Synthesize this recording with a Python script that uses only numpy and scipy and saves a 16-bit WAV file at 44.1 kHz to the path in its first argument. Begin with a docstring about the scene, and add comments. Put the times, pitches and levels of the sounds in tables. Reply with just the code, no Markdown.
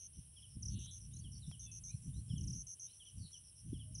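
"""A steady high hiss of many insects, with a near cricket chirping and a breeze bumping the microphone.
Farther crickets join in from the low, sunlit plants; each chirp is a quick run of wing strokes.
Small birds whistle, chip and buzz farther off, their calls echoing from leaves and trees.
A leaf ticks now and then, and under it all lie a distant chorus and the faint sound of still air."""
import sys
import numpy as np
from scipy import signal
from scipy.fft import rfft, irfft
from scipy.io import wavfile
from scipy.ndimage import uniform_filter1d

SR = 44100
rng = np.random.default_rng(int(sys.argv[2]) if len(sys.argv) > 2 else 0)


def bounce(signal):
    """Save signal as a 16-bit WAV file at the path given by the first command-line argument."""
    frames = np.transpose(np.atleast_2d(signal))
    limited = np.clip(frames, -1, 1)
    pcm = np.round(limited * 32767).astype(np.int16)
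    wavfile.write(sys.argv[1], SR, pcm)


N = 176400
TIME = np.arange(N) / SR

# The tone colour of four steady noises. Each row: frequency in Hz, relative strength in dB.
HISS_SPECTRUM = [(5000, -36), (7400, -31), (8100, -15), (8600, 0), (9000, 2.5), (9500, -2), (10100, 5),
                 (10520, 3.5), (10850, -5.5), (11250, -17.5), (11800, -54), (15500, -44)]
SHIMMER_SPECTRUM = [(6300, -23), (7700, -1.5), (9500, -31)]
CHORUS_SPECTRUM = [(1800, -30), (2500, -12.5), (3050, -2), (3600, -12.5), (4700, -18.5), (5700, -0.5),
                   (7000, -23.5)]
AIR_SPECTRUM = [(20, -26.5), (45, -11), (100, 0), (330, -15), (900, -26), (4000, -32.5), (16000, -39.5)]
# How the shimmer just below the hiss swells. Each row: time in seconds, level in dB.
SHIMMER_LEVELS = [(0, -96), (.8, -77), (1.15, -84.5), (1.8, -77), (3.3, -80.5), (3.55, -88)]
# The near cricket's chirps. Each row: start in seconds, level in dB before the wing rings.
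NEAR_CHIRPS = [(-.005, -52), (0.673, -54.5), (.788, -53.5), (.908, -53.5), (1.592, -50.5), (1.713, -50),
               (1.835, -49), (2.547, -47.5), (2.666, -48), (2.794, -48)]
# One of its wing strokes. Each row: progress from 0 to 1, pitch in Hz, relative level in dB.
NEAR_STROKE = [(0, 6480, -11), (.3, 6220, 0), (.6, 5820, -2), (1, 5250, -13)]
# The breeze between gusts. Each row: time in seconds, level in dB.
BREEZE_LEVELS = [(0, -66.5), (.9, -55), (2.55, -57), (2.68, -70.5), (3.58, -65.5), (3.8, -51.5)]
# Gusts. Each row: time of the peak in seconds, half length in seconds, level in dB.
GUSTS = [(0.19, 0.016, -49.5), (.573, 0.01, -43), (0.724, 0.078, -42.5), (1.25, 0.15, -51),
         (1.492, 0.013, -43.5), (2.089, 0.02, -42.5), (2.183, 0.032, -42.5), (2.434, 0.11, -42),
         (3.205, 0.037, -46), (3.723, 0.048, -45)]
# The tone colour of weak and strong wind. Each row: frequency in Hz, relative strength in dB.
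WEAK_WIND_SPECTRUM = [(20, -32), (55, 5.5), (115, 9.5), (185, -6), (600, -70.5)]
STRONG_WIND_SPECTRUM = [(20, -32.5), (60, 7), (150, 4.5), (310, -16.5), (800, -65.5)]
# Single bumps of air. Each row: time of the peak in seconds, level in dB, pitch in Hz.
AIR_BUMPS = [(.758, -32, 132), (1.949, -32.5, 117), (2.312, -34, 123), (2.339, -30.5, 165),
             (3.732, -33.5, 251)]
# The farther crickets' chirps. Each row: start in seconds, pitch in Hz, relative level in dB.
FAR_CHIRPS = [(.131, 5870, -58), (.36, 5480, -61), (0.491, 5520, -60), (1, 5810, -55), (1.317, 5710, -51),
              (1.46, 5630, -56), (1.914, 5860, -58.5), (2.019, 5860, -57.5), (2.14, 5790, -59),
              (2.284, 5520, -58), (2.93, 5820, -58), (3.048, 5790, -56.5), (3.167, 5820, -57.5),
              (3.315, 5790, -49.5), (3.434, 5570, -56), (3.552, 5660, -56.5)]
# One of their wing strokes. Each row: progress from 0 to 1, pitch multiplier, relative level in dB.
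FAR_STROKE = [(0, 1.09, -13), (.5, 1., 0), (1, .9, -11)]
# One bird's falling whistles. Each row: start in seconds, level in dB.
FALLING_WHISTLES = [(0.359, -62), (0.419, -62), (1.236, -60.5), (1.513, -59.5), (2.293, -61.5),
                    (2.354, -59.5), (2.995, -60), (3.055, -60), (3.329, -60.5), (3.735, -63), (3.79, -59)]
# Another bird's rising whistles. Each number is a start in seconds.
RISING_STARTS = [1.109, 1.871, 2.125, 2.858]
# The note they share: length in seconds, first pitch in Hz, last pitch in Hz, level in dB.
RISING_NOTE = (0.09, 3404.5, 4402, -72.5)
# Sharp bird chips in threes. Each row: start in seconds, pitch in Hz, first level in dB,
# last level in dB, echo share from 0 to 1.
CHIP_GROUPS = [(.621, 5880, -42, -40.5, 0.63), (1.131, 6250, -53.5, -49, 0.66), (2.372, 6030, -48, -48, 1),
               (2.469, 5930, -41.5, -41.5, 0.73), (2.872, 5840, -60, -56.5, 0.6),
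               (3.945, 5950, -43, -40.5, 0.74)]
# One chip. Each row: progress from 0 to 1, pitch multiplier, relative level in dB.
CHIP_SHAPE = [(0, 1.13, -17), (.48, 1., 0), (.72, .925, -4), (1, .82, -14)]
# Distant bird notes. Each row: start and length in seconds, first and last pitch in Hz,
# relative level in dB.
FAR_NOTES = [(.7, 0.063, 4600, 4050, -66.5), (1.205, 0.022, 4680, 4550, -70.5),
             (1.343, 0.025, 4660, 4500, -65.5), (1.415, 0.04, 4300, 3360, -60.5),
             (1.6, .11, 3720, 3340, -66.5), (1.655, 0.067, 2710, 2550, -65.5),
             (1.88, 0.057, 2160, 2670, -68.5), (3.84, 0.088, 631, 610, -70.5)]
# Buzzy calls, one list each. Each row: time in seconds, middle pitch in Hz, level in dB,
# pitch swing in Hz.
BUZZ_CALLS = [
    [(.70, 3350, -75, 500), (.76, 3320, -63, 560), (.82, 3328, -62, 517), (.895, 3623, -57, 324),
     (.945, 3640, -77.5, 370)],
    [(3.19, 4800, -74, 81), (3.24, 4300, -63, 238), (3.265, 4100, -61, 336), (3.29, 4180, -70, 302)],
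]
# Leaf ticks. Each row: start in seconds, level in dB, treble cutoff in Hz.
LEAF_TICKS = [(0.863, -63.5, 6600), (1.514, -56, 4130), (3.309, -67, 8100)]


def amp(db):
    """Turns decibels into a number to multiply a sound by."""
    return 10 ** (np.asarray(db) / 20)


def evened(x):
    """Scales a signal to an average power of 1."""
    return x / np.sqrt(np.mean(x ** 2) + 1e-20)


def curve(points, at, column=1):
    """Reads a table column, joining its rows with straight lines."""
    table = np.transpose(points)
    return np.interp(at, table[0], table[column])


def add(mix, start_s, sound):
    """Mixes a sound in, cutting off whatever falls outside the mix."""
    start = round(start_s * SR)
    sound = sound[max(-start, 0):]
    part = mix[max(start, 0):][:len(sound)]
    part += sound[:len(part)]


def noise(spectrum):
    """Steady noise with the given tone colour."""
    hz, db = np.transpose(spectrum)
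    gain = amp(np.interp(np.log(np.fft.rfftfreq(N, 1 / SR) + 1), np.log(hz), db))
    return evened(irfft(rfft(rng.standard_normal(N)) * gain, N))


def drift(rate_hz):
    """A smooth random wobble, typically about 1 in size."""
    keep_slow = np.exp(-(np.fft.rfftfreq(N, 1 / SR) / rate_hz) ** 2)
    return evened(irfft(rfft(rng.standard_normal(N)) * keep_slow, N))


def tone(hz):
    """A pure tone that follows a changing pitch."""
    return np.sin(2 * np.pi * np.cumsum(hz) / SR)


def sweep(shape, length_s, pitch=1):
    """One short gliding pulse with soft ends."""
    progress = np.linspace(0, 1, int(length_s * SR))
    loudness = amp(curve(shape, progress, column=2)) * np.sin(np.pi * progress) ** .5
    return tone(pitch * curve(shape, progress)) * loudness


def echoes(sound, fade_s):
    """Dense echoes from leaves and trees, dying away by 60 dB in fade_s seconds."""
    t = TIME[:SR // 2]
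    tail = rng.standard_normal(len(t)) * 1000 ** (-t / fade_s)
    return signal.fftconvolve(sound, tail / np.linalg.norm(tail))[:N]


def insect_hiss(level_db=-63.5, waver_db=.54, shimmer_waver_db=1.5):
    """Many insects blend into a high hiss; a slightly lower shimmer swells and fades."""
    hiss = noise(HISS_SPECTRUM) * amp(level_db + waver_db * drift(37))
    shimmer_db = curve(SHIMMER_LEVELS, TIME) + shimmer_waver_db * drift(8.9)
    return hiss + noise(SHIMMER_SPECTRUM) * amp(shimmer_db)


def distant_chorus(level_db=-77, waver_db=2.5):
    """Faraway birds and crickets blur into one wavering noise."""
    return noise(CHORUS_SPECTRUM) * amp(level_db + waver_db * drift(20))


def still_air(level_db=-76.5):
    """The faint, low hush of still air."""
    return amp(level_db) * noise(AIR_SPECTRUM)


def near_cricket(strokes=7, stroke_s=.0115, spacing_s=.01089, jitter_s=.0001, vary_db=.6,
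                 echo_share=.83, wing_hz=6243, wing_width_hz=70, ring_db=8):
    """Each chirp is a run of wing strokes that fall in pitch and leave the wing ringing."""
    pulses = np.zeros(N)
    for start, db in NEAR_CHIRPS:
        for k, (late, loud) in enumerate(rng.standard_normal((strokes, 2))):
            level = amp(db + vary_db * loud - (k == 0))  # the first stroke is 1 dB softer
            add(pulses, start + k * spacing_s + jitter_s * late, level * sweep(NEAR_STROKE, stroke_s))
    song = np.sqrt(1 - echo_share ** 2) * pulses + echo_share * echoes(pulses, fade_s=.035)
    ring = signal.lfilter(*signal.iirpeak(wing_hz, wing_hz / wing_width_hz, SR), song)
    return song + amp(ring_db) * ring + amp(-19) * echoes(song, fade_s=.16)


def wind(brighten_db=-48, waver_db=1):
    """Swirling air rumbles at the microphone, sounding brighter when it blows harder."""
    gust_power = sum(amp(db) ** 2 * np.exp(-((TIME - peak) / half) ** 2) for peak, half, db in GUSTS)
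    breeze_power = amp(curve(BREEZE_LEVELS, TIME) + waver_db * drift(11)) ** 2
    level_db = 10 * np.log10(breeze_power + gust_power)
    strong = 1 / (1 + amp(2 * (brighten_db - level_db)))  # 0 in weak wind, 1 in strong
    swirls = np.sqrt(1 - strong) * noise(WEAK_WIND_SPECTRUM)
    swirls += np.sqrt(strong) * noise(STRONG_WIND_SPECTRUM)
    # Even out the noise's own swells, so the breeze and gusts set the loudness.
    power = uniform_filter1d(uniform_filter1d(swirls ** 2, size=900), size=900)
    return amp(level_db) * swirls / np.sqrt(power)


def air_bumps(width_cycles=.48):
    """Air bumps the microphone, each low thump lasting only a wave or two."""
    thumps = np.zeros(N)
    for peak, db, hz in AIR_BUMPS:
        cycles = (TIME - peak) * hz
        swell = amp(db) * np.exp(-.5 * (cycles / width_cycles) ** 2)
        thumps += swell * np.cos(2 * np.pi * (cycles + rng.random()))
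    return thumps


def far_crickets(strokes=6, stroke_s=.011, spacing_s=.0116, jitter_s=.0006, vary_db=1.8,
                 vary_pitch=.014, ends_db=-4, crowd_chirps=30, crowd_db=-69):
    """Softer chirps swell and fade, blurred by the grass, over a crowd chirping at random."""
    song = np.zeros(N)
    crowd = [(when * N / SR, 5450 + 500 * high, crowd_db) for when, high in rng.random((crowd_chirps, 2))]
    for start, hz, db in FAR_CHIRPS + crowd:
        for k, (late, loud, sharp) in enumerate(rng.standard_normal((strokes, 3))):
            from_middle = 2 * (k + .5) / strokes - 1
            level = amp(db + vary_db * loud + ends_db * from_middle ** 2)
            stroke = sweep(FAR_STROKE, stroke_s, hz * (1 + vary_pitch * sharp))
            add(song, start + k * spacing_s + jitter_s * late, level * stroke)
    return amp(-2) * song + amp(-3) * echoes(song, fade_s=.1)


def whistles(notes):
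    """Pure gliding bird notes that swell and fade."""
    song = np.zeros(N)
    for start, length, from_hz, to_hz, db in notes:
        progress = np.linspace(0, 1, int(length * SR))
        swell = amp(db) * abs(np.sin(np.pi * progress)) ** .7
        add(song, start, swell * tone(from_hz + (to_hz - from_hz) * progress ** .8))
    return song


def near_birds(fall_s=.048, fall_from_hz=3520, fall_to_hz=2798, flutter_db=2):
    """One bird whistles downward and another upward; the notes flutter through the leaves."""
    falling = [(start, fall_s, fall_from_hz, fall_to_hz, db) for start, db in FALLING_WHISTLES]
    rising = [(start, *RISING_NOTE) for start in RISING_STARTS]
    song = whistles(falling + rising) * amp(flutter_db * drift(300))
    return song + amp(-6) * echoes(song, fade_s=.28)


def through_grass(pulse, echo_share, fade_s=.045):
    """Splits a pulse between the straight path and a brief blur of close echoes."""
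    t = TIME[:SR // 20]
    tail = rng.standard_normal(len(t)) * 1000 ** (-t / fade_s)
    blur = signal.fftconvolve(pulse, tail)
    blur *= echo_share * np.linalg.norm(pulse) / np.linalg.norm(blur)
    add(blur, 0, np.sqrt(1 - echo_share ** 2) * pulse)
    return blur


def bird_chips(chip_s=.019, spacing_s=.0275):
    """Steep downward sweeps come in threes, most groups growing louder."""
    song = np.zeros(N)
    for start, hz, first_db, last_db, echo_share in CHIP_GROUPS:
        for k, db in enumerate(np.linspace(first_db, last_db, 3)):
            chip = amp(db) * sweep(CHIP_SHAPE, chip_s, hz)
            add(song, start + k * spacing_s, through_grass(chip, echo_share))
    return song + amp(-19) * echoes(song, fade_s=.25)


def far_birds():
    """Faint whistles from far away arrive mostly as echo."""
    song = whistles(FAR_NOTES)
    return amp(-5) * song + amp(-2) * echoes(song, fade_s=.3)


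def bird_buzzes(swing_rate_hz=100, rate_wander=.06, rough_hz=70):
    """Whistles swing in pitch so fast that they sound harsh, then trail off among the trees."""
    song = np.zeros(N)
    for call in BUZZ_CALLS:
        swing = curve(call, TIME, column=3) * tone(swing_rate_hz * (1 + rate_wander * drift(16)))
        pitch = curve(call, TIME) + swing + rough_hz * drift(500)
        sounding = (TIME > call[0][0]) & (TIME < call[-1][0])
        song += sounding * amp(curve(call, TIME, column=2)) * tone(pitch)
    return song + amp(-3) * echoes(song, fade_s=.22)


def leaf_ticks(decay_s=.0029):
    """Tiny dry snaps among the leaves, each a burst of noise that dies at once."""
    ticks, t = np.zeros(N), TIME[:SR // 100]
    for start, db, cutoff_hz in LEAF_TICKS:
        snap = signal.lfilter(*signal.butter(2, cutoff_hz, fs=SR), rng.standard_normal(len(t)))
        add(ticks, start, amp(db) * evened(snap) * np.exp(-t / decay_s))
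    return ticks


def scene():
    """All the sounds meet at one microphone."""
    crickets = near_cricket() + far_crickets()
    birds = bird_chips() + near_birds() + far_birds() + bird_buzzes()
    background = insect_hiss() + distant_chorus() + still_air()
    return (crickets + birds + background + wind() + air_bumps() + leaf_ticks())[None]


def record(dry, cutoff_hz=15750):
    """The recorder cuts off the very highest treble."""
    low_pass = signal.firwin(511, cutoff_hz, window=("kaiser", 9), fs=SR)
    return signal.oaconvolve(dry, low_pass[None], "same")


dry = scene()
out = record(dry)
bounce(out)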